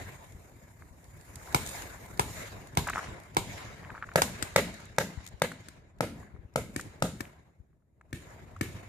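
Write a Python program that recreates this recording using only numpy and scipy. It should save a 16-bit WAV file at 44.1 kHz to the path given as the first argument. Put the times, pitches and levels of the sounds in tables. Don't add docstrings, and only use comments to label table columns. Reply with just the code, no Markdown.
import sys
import numpy as np
from scipy import signal
from scipy.fft import rfft, irfft
from scipy.io import wavfile
from scipy.ndimage import uniform_filter1d

SR = 44100
rng = np.random.default_rng(int(sys.argv[2]) if len(sys.argv) > 2 else 0)


def voltage_ratio(decibels):
    exponent = np.asarray(decibels, float) / 20
    return 10 ** exponent


def bounce(signal):
    frames = np.transpose(np.atleast_2d(signal))
    limited = np.clip(frames, -1, 1)
    pcm = np.round(limited * 32767).astype(np.int16)
    wavfile.write(sys.argv[1], SR, pcm)


N = 391608

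# (frequency [Hz], level [dB per Hz])
FIELD_TONE = [(18, -29), (30, -3.5), (87, 2), (231, -11.5), (503, -9), (668, -4.5), (801, -8), (1010, -6),
              (1120, -10), (2080, -14), (3150, -25), (5870, -27), (7030, -26), (8000, -29), (14500, -30)]
# (level at gate 0 [dB], slope [dB per dB of gate])
FIELD_LAYERS = [
    (-48.5, 0.5),
    (-54.5, 1.1),
    (-67, 1.5),
    (-58, 0.9),
]
# (time [s], level [dB])
GATE = [(0, 8), (.29, -2.5), (.95, -10), (1.31, -2), (1.5, 4.5), (2.15, 0), (2.77, -1.5), (4.15, 0),
        (4.92, -7.5), (5.45, -9), (6.03, -14), (6.6, -10), (6.85, -5.5), (7.3, -23), (7.91, -30),
        (8.11, -14.5), (8.3, 1), (8.88, -11)]
# (time [s], level [dB])
FACING = [(0, -6), (.5, -2.5), (1.6, 1), (2.4, -1.5), (2.8, -9), (4.1, -12), (6., -21.5), (6.7, -15.5),
          (8.88, -13)]
# (frequency [Hz], likeness [0 to 1])
PORT_LIKENESS = [(25, 0.81), (60, 0.92), (150, 0.73), (380, 0.72), (950, 0.032), (2380, 0.014), (5980, 0),
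                 (15000, 0)]
# (frequency [Hz], level [dB])
FIELD_TILT = [(60, -0.5), (180, 2), (550, 0.5), (1650, 3), (4970, -3.5), (15000, 1.5)]
# (frequency [Hz], width [Hz], level [dB])
PORT_RINGS = [(1680, 160, -7), (2160, 300, -4.5), (3800, 260, -1.5), (7006, 600, 4.5), (8620, 300, -2),
              (10400, 1500, -6), (12370, 900, 0)]
# (frequency [Hz], width [Hz], level [dB])
PORT_DIP = (11380, 450, -4)

# (time [s], level [dB], frequency [Hz], left-right [dB])
WIND_BUMPS = [(0.068, -44, 112, 8), (0.347, -38, 53.8, 5), (0.908, -45, 51.5, 12), (4.899, -45, 83, 3),
              (5.174, -33, 71.5, 14), (5.338, -42, 67.3, 17), (5.7, -49, 69.6, 3), (6.338, -41.5, 65, 16),
              (6.389, -42, 54.3, 16), (6.448, -39.5, 70.2, 8), (7.599, -45.5, 62.3, 14)]
# (time [s], level [dB], left-right [dB], bass edge [Hz])
SPLATS = [(0.3222, -51, 0, 2500), (1.042, -51, -2, 2870), (1.212, -54, -6, 1500), (1.3575, -42, -8, 1830),
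          (1.6626, -33, -1.5, 4000), (1.6734, -34.5, 6, 4000), (1.6906, -36, -8, 4000),
          (1.82, -34.5, -1, 700), (2.062, -50, -1, 3500), (2.6718, -45.5, -1, 1200),
          (2.874, -31.5, 1, 5000), (2.8976, -30.5, -3, 4970), (3.2, -48.5, 1, 2000),
          (3.235, -51, 1.5, 3000), (4.741, -45.5, 1, 3940), (4.803, -49.5, -3.5, 3000),
          (4.8544, -48.5, -3.5, 4000), (5.242, -54, 4.5, 2500), (5.2505, -50, 4.5, 4000),
          (5.2644, -38, 5, 1500), (5.275, -38.5, 2, 1800), (5.5187, -42.5, 3, 2000),
          (5.2864, -46, 5.5, 4000), (5.6064, -57, 1, 3980), (6.1994, -57, 0.5, 4000),
          (6.7989, -39, -2.4, 3000), (6.8106, -37.5, 4, 2980), (8.0123, -68, 0, 3000),
          (8.565, -56, 0, 1500), (8.3054, -60, -8, 4000)]
# (time [s], level [dB], frequency [Hz], length [ms])
KNOCKS = [(.823, -40.5, 1340, .9), (1.155, -50, 1500, .8), (1.4, -46, 1900, 1.5), (1.415, -46, 1500, 1.5),
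          (1.476, -42, 1400, 2.1), (1.486, -43, 850, 2.1), (1.522, -40, 1500, 1.5), (5.2053, -46, 1070, .7),
          (5.518, -31.5, 1490, 1.2), (5.5208, -40, 1450, 1.2), (6.2297, -44.5, 1090, .9),
          (6.3636, -50.5, 1240, 1.4), (6.7965, -27.5, 1420, 1.4), (6.8016, -35, 2010, .7),
          (7.254, -40, 2300, .9), (7.7309, -66, 1330, .8), (7.8229, -73.5, 1360, .7),
          (8.0121, -42.5, 1370, 0.99), (8.565, -39, 1290, 2.7), (8.5695, -50.5, 1150, 2.1)]
# (time [s], level [dB], frequency [Hz], length [ms])
SNAPS = [
    (1.2118, -40, 6000, .12),
    (1.3573, -28, 7600, .15),
]
# (time [s], level [dB], frequency [Hz],
# length [ms])
RATTLE = [(2.8713, -26.5, 1480, 1.9), (2.8745, -24, 1050, 0.93), (2.8815, -30, 830, 1.5),
          (2.8851, -29, 1750, 0.9), (2.8876, -21, 1540, 0.67), (2.8907, -25, 1730, 0.7),
          (2.8936, -33, 1600, 0.5), (2.8972, -29, 2000, 0.8), (2.9, -23.5, 1090, 0.86),
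          (2.9026, -23.5, 1400, 0.73), (2.907, -31, 1440, 0.6), (2.9323, -28, 1520, 0.9),
          (2.9355, -25, 1870, 0.8), (2.9375, -40.0, 1430, 0.9), (2.9406, -37.0, 1230, 0.7),
          (2.952, -29.5, 1460, 0.52), (2.9552, -32, 1130, 0.6), (2.959, -20.5, 1290, 0.71),
          (2.9663, -40, 1100, 0.8), (2.9686, -38.0, 1330, 0.5), (2.971, -23.5, 1270, 1.3),
          (2.9732, -27.5, 1230, 0.52), (2.9764, -35.5, 1270, 1.0), (2.9803, -19.5, 1240, 1.3),
          (2.9844, -33.5, 1360, 0.44), (2.9884, -31.0, 1230, 0.7), (2.9925, -27.0, 1400, 1.7),
          (2.9971, -32.5, 1420, 0.7), (2.9999, -35.5, 1170, 0.7), (3.0063, -42, 1170, 1.1),
          (3.0114, -40, 1420, 0.5), (3.0237, -44, 1670, 0.6), (3.0308, -34, 950, 1.4),
          (3.045, -41.5, 1060, 0.9), (3.0616, -37.0, 1220, 0.8), (3.0724, -36, 1680, 0.9),
          (3.833, -42, 1140, 1.0), (3.8398, -42, 1880, 0.6), (3.843, -44.0, 1860, 0.6),
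           (3.8488, -38, 1780, 0.6), (3.8542, -44.0, 1050, 1.4), (3.8623, -48.0, 1280, 0.6),
           (3.872, -47, 960, 1.8), (3.8756, -46.5, 1100, 0.6), (3.8944, -46.0, 1100, 0.7),
           (3.8978, -39, 950, 2.1), (3.901, -42, 1440, 0.6), (3.9034, -33, 1610, 0.6),
           (3.9066, -39, 1250, 1.3), (3.9116, -42.5, 970, 1.3), (3.9186, -39, 1090, 0.8),
           (3.9376, -48.0, 1210, 0.6), (3.9445, -39, 970, 1.0), (3.951, -34, 1400, 1.4),
           (3.9565, -40.0, 1530, 1.8), (3.9602, -43, 870, 2.0), (3.9689, -39.5, 1310, 1.8),
           (3.9743, -47, 1340, 1.0), (3.9788, -32, 1390, 1.3), (3.9873, -43.5, 1330, 1.1),
           (4.0165, -43, 1380, 1.7), (4.0258, -24.5, 1450, 1.4), (4.0318, -32, 1240, 2.4),
           (4.0395, -33, 1350, 1.7), (4.0431, -35, 1480, 1.4), (4.0718, -48.5, 1600, 0.7),
           (4.09, -34.0, 1440, 1.2), (4.0928, -42.5, 1480, 0.8), (4.1168, -36, 1530, 0.7),
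           (4.119, -39, 1510, 0.5), (4.1218, -45.5, 1480, 0.8), (4.1272, -47.5, 1540, 0.6)]

# (time [s], barrel [dB], gas over barrel [dB], push over barrel [dB], echo over barrel [dB])
RIGHT_SHOTS = [(1.545, -13, -6.5, -10, -6.5), (2.194, -13.5, -8.5, -11.5, -7),
               (2.771, -14.5, -8.5, -9.5, -4.5), (3.367, -13, -9.5, -13, -6.5),
               (4.218, -14.5, -2.5, -13.5, -8)]
MIDDLE_SHOTS = [(4.157, -7, -13, -19.5, -5), (4.56, -6.5, -10.5, -21, -5.5), (4.983, -9.5, -13, -24, -6.5),
                (5.418, -10, -12.5, -22, -8.5)]
AWAY_SHOTS = [(6.006, -13, -16.5, -15.5, -4.5), (6.558, -13.5, -14, -17.5, -6.5),
              (7.022, -13.5, -11.5, -11.5, -4.5)]
LEFT_SHOTS = [(4.424, -30, 6, -2.5, -13.5), (5.684, -40, -2, -37, -16), (6.761, -22, -10, -11, -7.5),
              (7.205, -24, -9, -12.5, -15.5), (8.128, -28, -12, -3, -2.5), (8.61, -17.5, -13, -9, -6)]
# (frequency [Hz], level [dB], t60 [s])
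RIGHT_BARREL = [(370, -4.5, .02), (820, 1.5, 0.026), (993, 7.5, 0.066), (1320, -6.5, 0.014),
                (2280, -1.5, 0.027), (3530, -7.5, 0.022)]
MIDDLE_BARREL = [(568, 1.5, 0.028), (920, -0.5, 0.02), (1330, -2.5, 0.013), (1640, -1.5, .05),
                 (1970, -7, .03), (2200, -6.5, 0.043), (3640, -8.5, 0.023), (5040, -13.5, .015)]
AWAY_BARREL = [(310, -1, .03), (533, 6.5, 0.014), (875, -2, 0.02), (1270, -2.5, 0.033), (1600, -25, 0.019),
               (2080, -8, 0.017)]
LEFT_BARREL = [(287, 7, 0.026), (1200, -1, .02), (1776, 3, 0.018), (2220, -0.5, 0.027),
               (2700, -10.5, 0.012)]
# (push [Hz], rebound [s], ground bounce [s],
#                        wall echo [s], wall spread [s], wall level [dB], wall treble edge [Hz])
RIGHT_SPOT = (110, 0.0069, 0.00235, 0.0023, 0.018, 1.8, 8500)
MIDDLE_SPOT = (150, .0075, 0.001458, .027, .011, 4, 2300)
AWAY_SPOT = (136, 0.0065, .0014, 0.022, 0.014, 5.3, 600)
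LEFT_SPOT = (108, 0.0077, 0.0039, 0.015, 0.00072, 0.89, 560)
# (time [s], delay [ms])
RIGHT_LAG = [(3., .45), (4.2, .39)]
MIDDLE_LAG = [(4.16, .2), (4.56, .09), (5., 0), (6., -.18), (7., -.2)]
LEFT_LAG = [(4.4, -.39), (5.2, -.48), (8.6, -.5)]
# (frequency [Hz], level [dB])
GAS = [(880, -12.5), (1500, -4), (2040, -7), (3020, -10.5), (6440, -10), (8310, -9), (10300, -17.5),
       (11800, -15), (14300, -20), (15000, -29.5), (15800, -46.5)]
# (frequency [Hz], t60 [s])
TREES_DECAY = [(100, 0.27), (400, 0.32), (1500, 0.34), (4000, 0.42), (7000, .35), (10000, 0.34),
               (14000, 0.25)]
# (frequency [Hz], level [dB])
TREES_TONE = [(50, -24.5), (110, -8), (300, 7), (600, -10), (1500, -4), (4000, 0.5), (8000, -0.5),
              (13000, 5.5)]
# (arrival [s], hold [s], level under the echo [dB], fall [dB per s])
RIGHT_LATE = [
    (0.015, 0.046, -20.5, 41.5),
    (0.21, 0.026, -24.5, 56),
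    (0.092, 0.18, -30, 77),
    (0.12, 0.098, -28, 91),
]
MIDDLE_LATE = [
    (.03, .02, -29.5, 80),
    (0.028, 0.031, -34.5, 47),
    (0.18, 0.085, -40.5, 89),
    (0.091, 0.088, -39, 87),
]
AWAY_LATE = [
    (0.038, .02, -25, 56),
    (0.21, 0.017, -36, 83),
    (0.15, .03, -54, 174),
    (0.18, .04, -29.5, 170),
]
LEFT_LATE = [
    (0.085, 0.034, -20, 85),
    (.17, .03, -28, 77),
    (0.11, .04, -34, 73),
    (0.085, 0.027, -26, 49),
]

# (frequency [Hz], width [Hz], peak [s], t60 [s], level under the echo [dB])
HUT = (190, 131, 0.06, 0.59, -21.5)
# (time [s], frequency [Hz], width [Hz], level [dB])
DRONE = (8.5, 97, 31, -50)
# (frequency [Hz], level [dB])
DROPOUT = [(8000, -39), (10600, -35), (11350, -30), (12200, -35), (12900, -29), (14600, -28)]
# (extra [dB], hold [s], loudness that counts as a shot [dB])
DROPOUT_AFTER_SHOT = (8, .3, -60)

SPLIT = np.array([[0.5], [-0.5]])
NEAR_BOLT_DB, FAR_BOLT_DB = -27, -36
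MUZZLE_S = 0.0257


def evened(x):
    return x / np.sqrt(np.mean(x ** 2) + 1e-20)


def read(points, hz):
    f, value = np.transpose(points)
    return np.interp(np.log(hz + 1), np.log(f + 1), value)


def add(mix, s, sound):
    part = mix[:, round(s * SR):][:, :sound.shape[1]]
    part += sound[:, :part.shape[1]]


def tinted(x, db_of):
    hz = np.fft.rfftfreq(x.shape[-1], 1 / SR)
    return irfft(rfft(x) * voltage_ratio(db_of(hz)), x.shape[-1])


def band(centre_hz, width, count):
    noise = rng.standard_normal(count)
    return evened(tinted(noise, lambda hz: -20 * np.log10(1 + (2 * (hz - centre_hz) / width) ** 2)))


def port_db(hz):
    rings = sum(voltage_ratio(db) / (1 + (2 * (hz - f) / width) ** 2) for f, width, db in PORT_RINGS)
    dip_hz, width, dip_db = PORT_DIP
    dip = dip_db / (1 + (2 * (hz - dip_hz) / width) ** 2)
    return 20 * np.log10(1 + rings) + dip - 60 * (hz > 14700)


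def ports(x, lag_ms, shade_db=16.0, bass_db=2.5):
    hz = np.fft.rfftfreq(x.shape[-1], 1 / SR)
    pan_db = bass_db / (1 + (hz / 2500) ** 2) - shade_db * lag_ms / (1 + (4000 / (hz + 1)) ** 2)
    late = np.exp(-2j * np.pi * hz * lag_ms * SPLIT / 1000)
    return irfft(rfft(x) * voltage_ratio(pan_db * SPLIT) * late, x.shape[-1])


def layer_gains(t):
    db, slope = np.transpose(FIELD_LAYERS)[:, :, None]
    power = voltage_ratio(db + slope * np.interp(t, *np.transpose(GATE))) ** 2
    for shots, late in ((RIGHT_SHOTS, RIGHT_LATE), (MIDDLE_SHOTS, MIDDLE_LATE),
                        (AWAY_SHOTS, AWAY_LATE), (LEFT_SHOTS, LEFT_LATE)):
        arrive_s, hold_s, under_db, fall = np.transpose(late)[:, :, None]
        for s, barrel_db, *_, echo_db in shots:
            early = np.maximum(s + arrive_s - t, 0)
            gone = np.maximum(t - s - arrive_s - hold_s, 0)
            late_db = barrel_db + echo_db + under_db - 145 * early - fall * gone
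            power += (t > s) * voltage_ratio(late_db) ** 2
    power[-1] *= voltage_ratio(np.interp(t, *np.transpose(FACING))) ** 2
    return np.sqrt(power)


def field():
    frames, hz = N // 256 + 5, np.fft.rfftfreq(1024, 1 / SR)
    a, b, c, d, patches = rng.standard_normal((frames, 513, 5)).T
    patches = uniform_filter1d(patches, size=12, axis=0)
    patches = evened(uniform_filter1d(patches, size=8, axis=1))
    flicker = evened(uniform_filter1d(rng.standard_normal(frames), size=2))
    gains = layer_gains(np.arange(frames) * 256 / SR)
    tone = voltage_ratio(read(FIELD_TONE, hz) + port_db(hz))
    edges = [1 / (1 + (edge_hz / (hz + 1)) ** 6) for edge_hz in (300, 2600, 6000)]
    shares = -np.diff([hz * 0 + 1, *edges, hz * 0], axis=0)
    size = np.zeros((len(hz), frames))
    for share, gain in zip(shares, gains):
        layer = tone * np.sqrt(share)
        size += np.outer(layer / np.linalg.norm(layer), gain)
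    same = np.clip(read(PORT_LIKENESS, hz), -1, 1)[:, None]
    left = a + 1j * b
    right = same * left + np.sqrt(1 - same ** 2) * (c + 1j * d)
    tilt_db = SPLIT[:, :, None] * read(FIELD_TILT, hz)[:, None]
    z = np.array([left, right]) * size * voltage_ratio(2.21 * patches + 1.5 * flicker + tilt_db)
    return 0.84 * signal.istft(z, nperseg=1024, noverlap=768)[1][:, :N]


def wind_bumps():
    out, t = np.zeros((2, N)), np.arange(4096) / SR
    for s, db, hz, pan_db in WIND_BUMPS:
        swing = np.sin(2 * np.pi * hz * t) * voltage_ratio(-60 * t / 0.049)
        swing *= np.clip(t / 0.0035, 0, 1)
        add(out, s, 2.5 * voltage_ratio(db) * swing * voltage_ratio(SPLIT * pan_db))
    return out


def splats():
    out, t = np.zeros((2, N)), np.arange(4096) / SR
    shape = (1 - np.exp(-(t / 0.0003) ** 2)) * voltage_ratio(-60 * t / 0.02)
    for s, db, pan_db, edge_hz in SPLATS:
        noise = rng.standard_normal((2, len(t)))
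        hiss = tinted(noise, lambda hz: read(GAS, hz) + port_db(hz)
                      - 20 * np.log10(1 + (edge_hz / (hz + 1)) ** 3))
        add(out, s, voltage_ratio(db) * evened(hiss) * shape * voltage_ratio(SPLIT * pan_db))
    return out


def knock(db, hz, length_ms, lag_ms):
    t = np.arange(1024) / SR - 0.005
    u = t / (np.hypot(length_ms, 0.4 / hz * 1000) / 1000)
    ring_out = voltage_ratio(-8 - 60 * abs(t) * hz / 17)
    shape = np.where(t < 0, np.exp(-3.2 * u ** 2), np.maximum(np.exp(-2.4 * u ** 2), ring_out))
    tone = np.cos(2 * np.pi * hz * t) + 0.15 * np.cos(2 * np.pi * 1.59 * hz * t)
    noise = rng.standard_normal(len(t))
    scrape = evened(tinted(noise, lambda f: -20 * np.log10(1 + ((f - hz) / (0.45 * hz)) ** 2)))
    scrape = voltage_ratio(-14) * scrape * np.exp(-((t * hz - 2.5) / 3.5) ** 2)
    return voltage_ratio(db) * ports(scrape - shape * tone, lag_ms)


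def balls_and_shells():
    out = np.zeros((2, N))
    for rows, lag_ms in ((RATTLE + KNOCKS, 0.046), (SNAPS, 0.4)):
        for s, *ball in rows:
            add(out, s - 0.005, knock(*ball, lag_ms))
    return out


def blast(t, hz, t60, rise_s):
    build = np.exp(np.minimum(t, 0) / rise_s)
    swing = np.cos(2 * np.pi * hz * t) * voltage_ratio(-60 * abs(t) / t60)
    return np.where(t < 0, build, swing)


def barrel_rings(t, barrel, bounce_s):
    detune = 1 + 0.012 * rng.standard_normal(len(barrel))
    rings = np.zeros(len(t))
    for (hz, db, t60), d in zip(barrel, detune):
        direct = blast(t - 0.0003, hz * d, t60, 0.00017)
        bounced = blast(t - 0.0003 - bounce_s, hz * d, t60, 0.00033)
        rings += voltage_ratio(db) * (direct + 0.46 * bounced)
    rings *= np.clip((0.0065 - t) / 0.003, 0.35, 1) * np.clip(0.4 + t / 0.0012, 0.25, 1)
    return 1.427 * rings / abs(rings).max()


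def gas_hiss(t, bolt_db):
    closing = np.maximum(np.clip((0.0052 - t) / 0.0032, 0, 1), 0.65 * np.exp(-t / 0.0057))
    valve = np.clip(t / 0.0015, 0, 1) * closing
    bolt = np.clip((t + 0.0215) / 0.00075, 0, 1) * np.clip((-0.0145 - t) / 0.0038, 0, 1)
    middle, side = evened(tinted(rng.standard_normal((2, len(t))), lambda hz: read(GAS, hz)))
    return (middle + side * SPLIT) * (valve + voltage_ratio(bolt_db) * bolt)


def gas_push(t, push_hz, rebound_s):
    after = t - rebound_s
    swell = np.exp(-(after / np.where(after < 0, 0.004, 0.0045)) ** 2) * np.clip(t / 0.0018, 0, 1)
    return 1.57 * swell * np.cos(2 * np.pi * push_hz * after)


def echoes(x, wall_s, spread_s, wall_db, wall_hz):
    count = 16000
    a, b = rng.standard_normal((2, count))
    hz, t, za = signal.stft(a, SR, nperseg=128)
    hz, zb = hz[:, None], signal.stft(b, SR, nperseg=128)[2]
    wall = voltage_ratio(wall_db) * np.exp(-((t - wall_s) / spread_s) ** 2) / (1 + (hz / wall_hz) ** 2)
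    trees = np.clip((t - 0.005) / 0.015, 0, 1) * voltage_ratio(-60 * t / read(TREES_DECAY, hz))
    same = 1 / (1 + (hz / 1300) ** 3)
    z = np.array([za, same * za + np.sqrt(1 - same ** 2) * zb])
    z = z * (wall + trees) * voltage_ratio(read(TREES_TONE, hz))
    tail = signal.istft(z, SR, nperseg=128)[1][:, :count]
    power = abs(rfft(x, count)) ** 2
    treble = np.arange(len(power)) > 900
    colour = np.where(treble, uniform_filter1d(power, size=700), uniform_filter1d(power, size=60))
    colour = uniform_filter1d(np.sqrt(colour), size=24)
    log_colour = np.log(np.r_[colour, colour[-2:0:-1]] + 1e-6)
    phase = -signal.hilbert(log_colour).imag[:len(power)]
    heard = colour * np.exp(1j * phase) * voltage_ratio(port_db(np.fft.rfftfreq(count, 1 / SR)))
    return irfft(rfft(tail / np.linalg.norm(tail[0])) * heard)


def shot(row, barrel, place, lag, bolt_db):
    s, barrel_db, gas_db, push_db, echo_db = row
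    push_hz, rebound_s, bounce_s, *wall = place
    t = np.arange(4096) / SR - MUZZLE_S
    direct = barrel_rings(t, barrel, bounce_s) + voltage_ratio(gas_db) * gas_hiss(t, bolt_db)
    direct = direct + voltage_ratio(push_db) * gas_push(t, push_hz, rebound_s)
    direct = signal.lfilter(*signal.butter(2, 70, "high", fs=SR), direct)
    heard = voltage_ratio(echo_db) * echoes(direct[0], *wall)
    heard = np.pad(heard, ((0, 0), (round(MUZZLE_S * SR), 0)))
    heard[:, :len(t)] += ports(direct, np.interp(s, *np.transpose(lag)))
    return s - 0.025, voltage_ratio(barrel_db) * heard


def markers():
    out = np.zeros((2, N))
    for shots, *marker in ((RIGHT_SHOTS, RIGHT_BARREL, RIGHT_SPOT, RIGHT_LAG, NEAR_BOLT_DB),
                           (MIDDLE_SHOTS, MIDDLE_BARREL, MIDDLE_SPOT, MIDDLE_LAG, FAR_BOLT_DB),
                           (AWAY_SHOTS, AWAY_BARREL, AWAY_SPOT, MIDDLE_LAG, FAR_BOLT_DB),
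                           (LEFT_SHOTS, LEFT_BARREL, LEFT_SPOT, LEFT_LAG, FAR_BOLT_DB)):
        for row in shots:
            add(out, *shot(row, *marker))
    return out


def hut():
    centre_hz, width, peak_s, t60, under_db = HUT
    out, t = np.zeros((2, N)), np.arange(16384) / SR
    shape = np.clip(t / peak_s, 0, 1) * voltage_ratio(-60 * np.maximum(t - peak_s, 0) / t60)
    for shots, aim_db in ((MIDDLE_SHOTS, -4.5), (AWAY_SHOTS, 0)):
        for s, barrel_db, *_, echo_db in shots:
            level_db = barrel_db + echo_db + under_db + aim_db + 1.6 * SPLIT
            add(out, s, voltage_ratio(level_db) * band(centre_hz, width, len(t)) * shape)
    return out


def drone():
    s, hz, width, db = DRONE
    fade = np.clip((np.arange(N) / SR - s) / 0.05, 0, 1)
    return voltage_ratio(db) * band(hz, width, N) * fade


def treble_dropout(x):
    hz, t, z = signal.stft(x, SR, "cosine", nperseg=2048, noverlap=1024)
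    power = (abs(z) ** 2).mean(0) + 1e-20
    hz = hz[4:1024:8, None]
    middle_db = 10 * np.log10(power[20:280].mean(0))
    bands_db = 10 * np.log10(power[:1024].reshape(128, 8, -1).mean(1))
    extra_db, hold_s, loud_db = DROPOUT_AFTER_SHOT
    since = t - np.maximum.accumulate(np.where(middle_db > loud_db, t, -9))
    limit_db = middle_db + extra_db * (since < hold_s) + read(DROPOUT, hz)
    luck = rng.standard_normal(bands_db.shape[::-1]).T
    limit_db += 3 * evened(uniform_filter1d(luck, size=3))
    drop = (bands_db < limit_db) & (since > 0.03) & (hz > 8000) & (hz < 15000)
    keep = np.r_[np.repeat(~drop, repeats=8, axis=0), np.ones((1, len(t)))]
    return signal.istft(z * keep, SR, "cosine", nperseg=2048, noverlap=1024)[1][:, :N]


def scene():
    sound = field() + wind_bumps() + splats() + balls_and_shells() + markers() + hut() + drone()
    return sound + voltage_ratio(-95) * tinted(rng.standard_normal((2, N)), port_db)


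def top_cut(x):
    return signal.sosfilt(signal.butter(12, 15910, fs=SR, output="sos"), x)


def record(dry):
    mix = signal.lfilter(*signal.butter(2, 48, "high", fs=SR), dry)
    mix = treble_dropout(mix)
    return top_cut(mix)


dry = scene()
out = record(dry)
bounce(out)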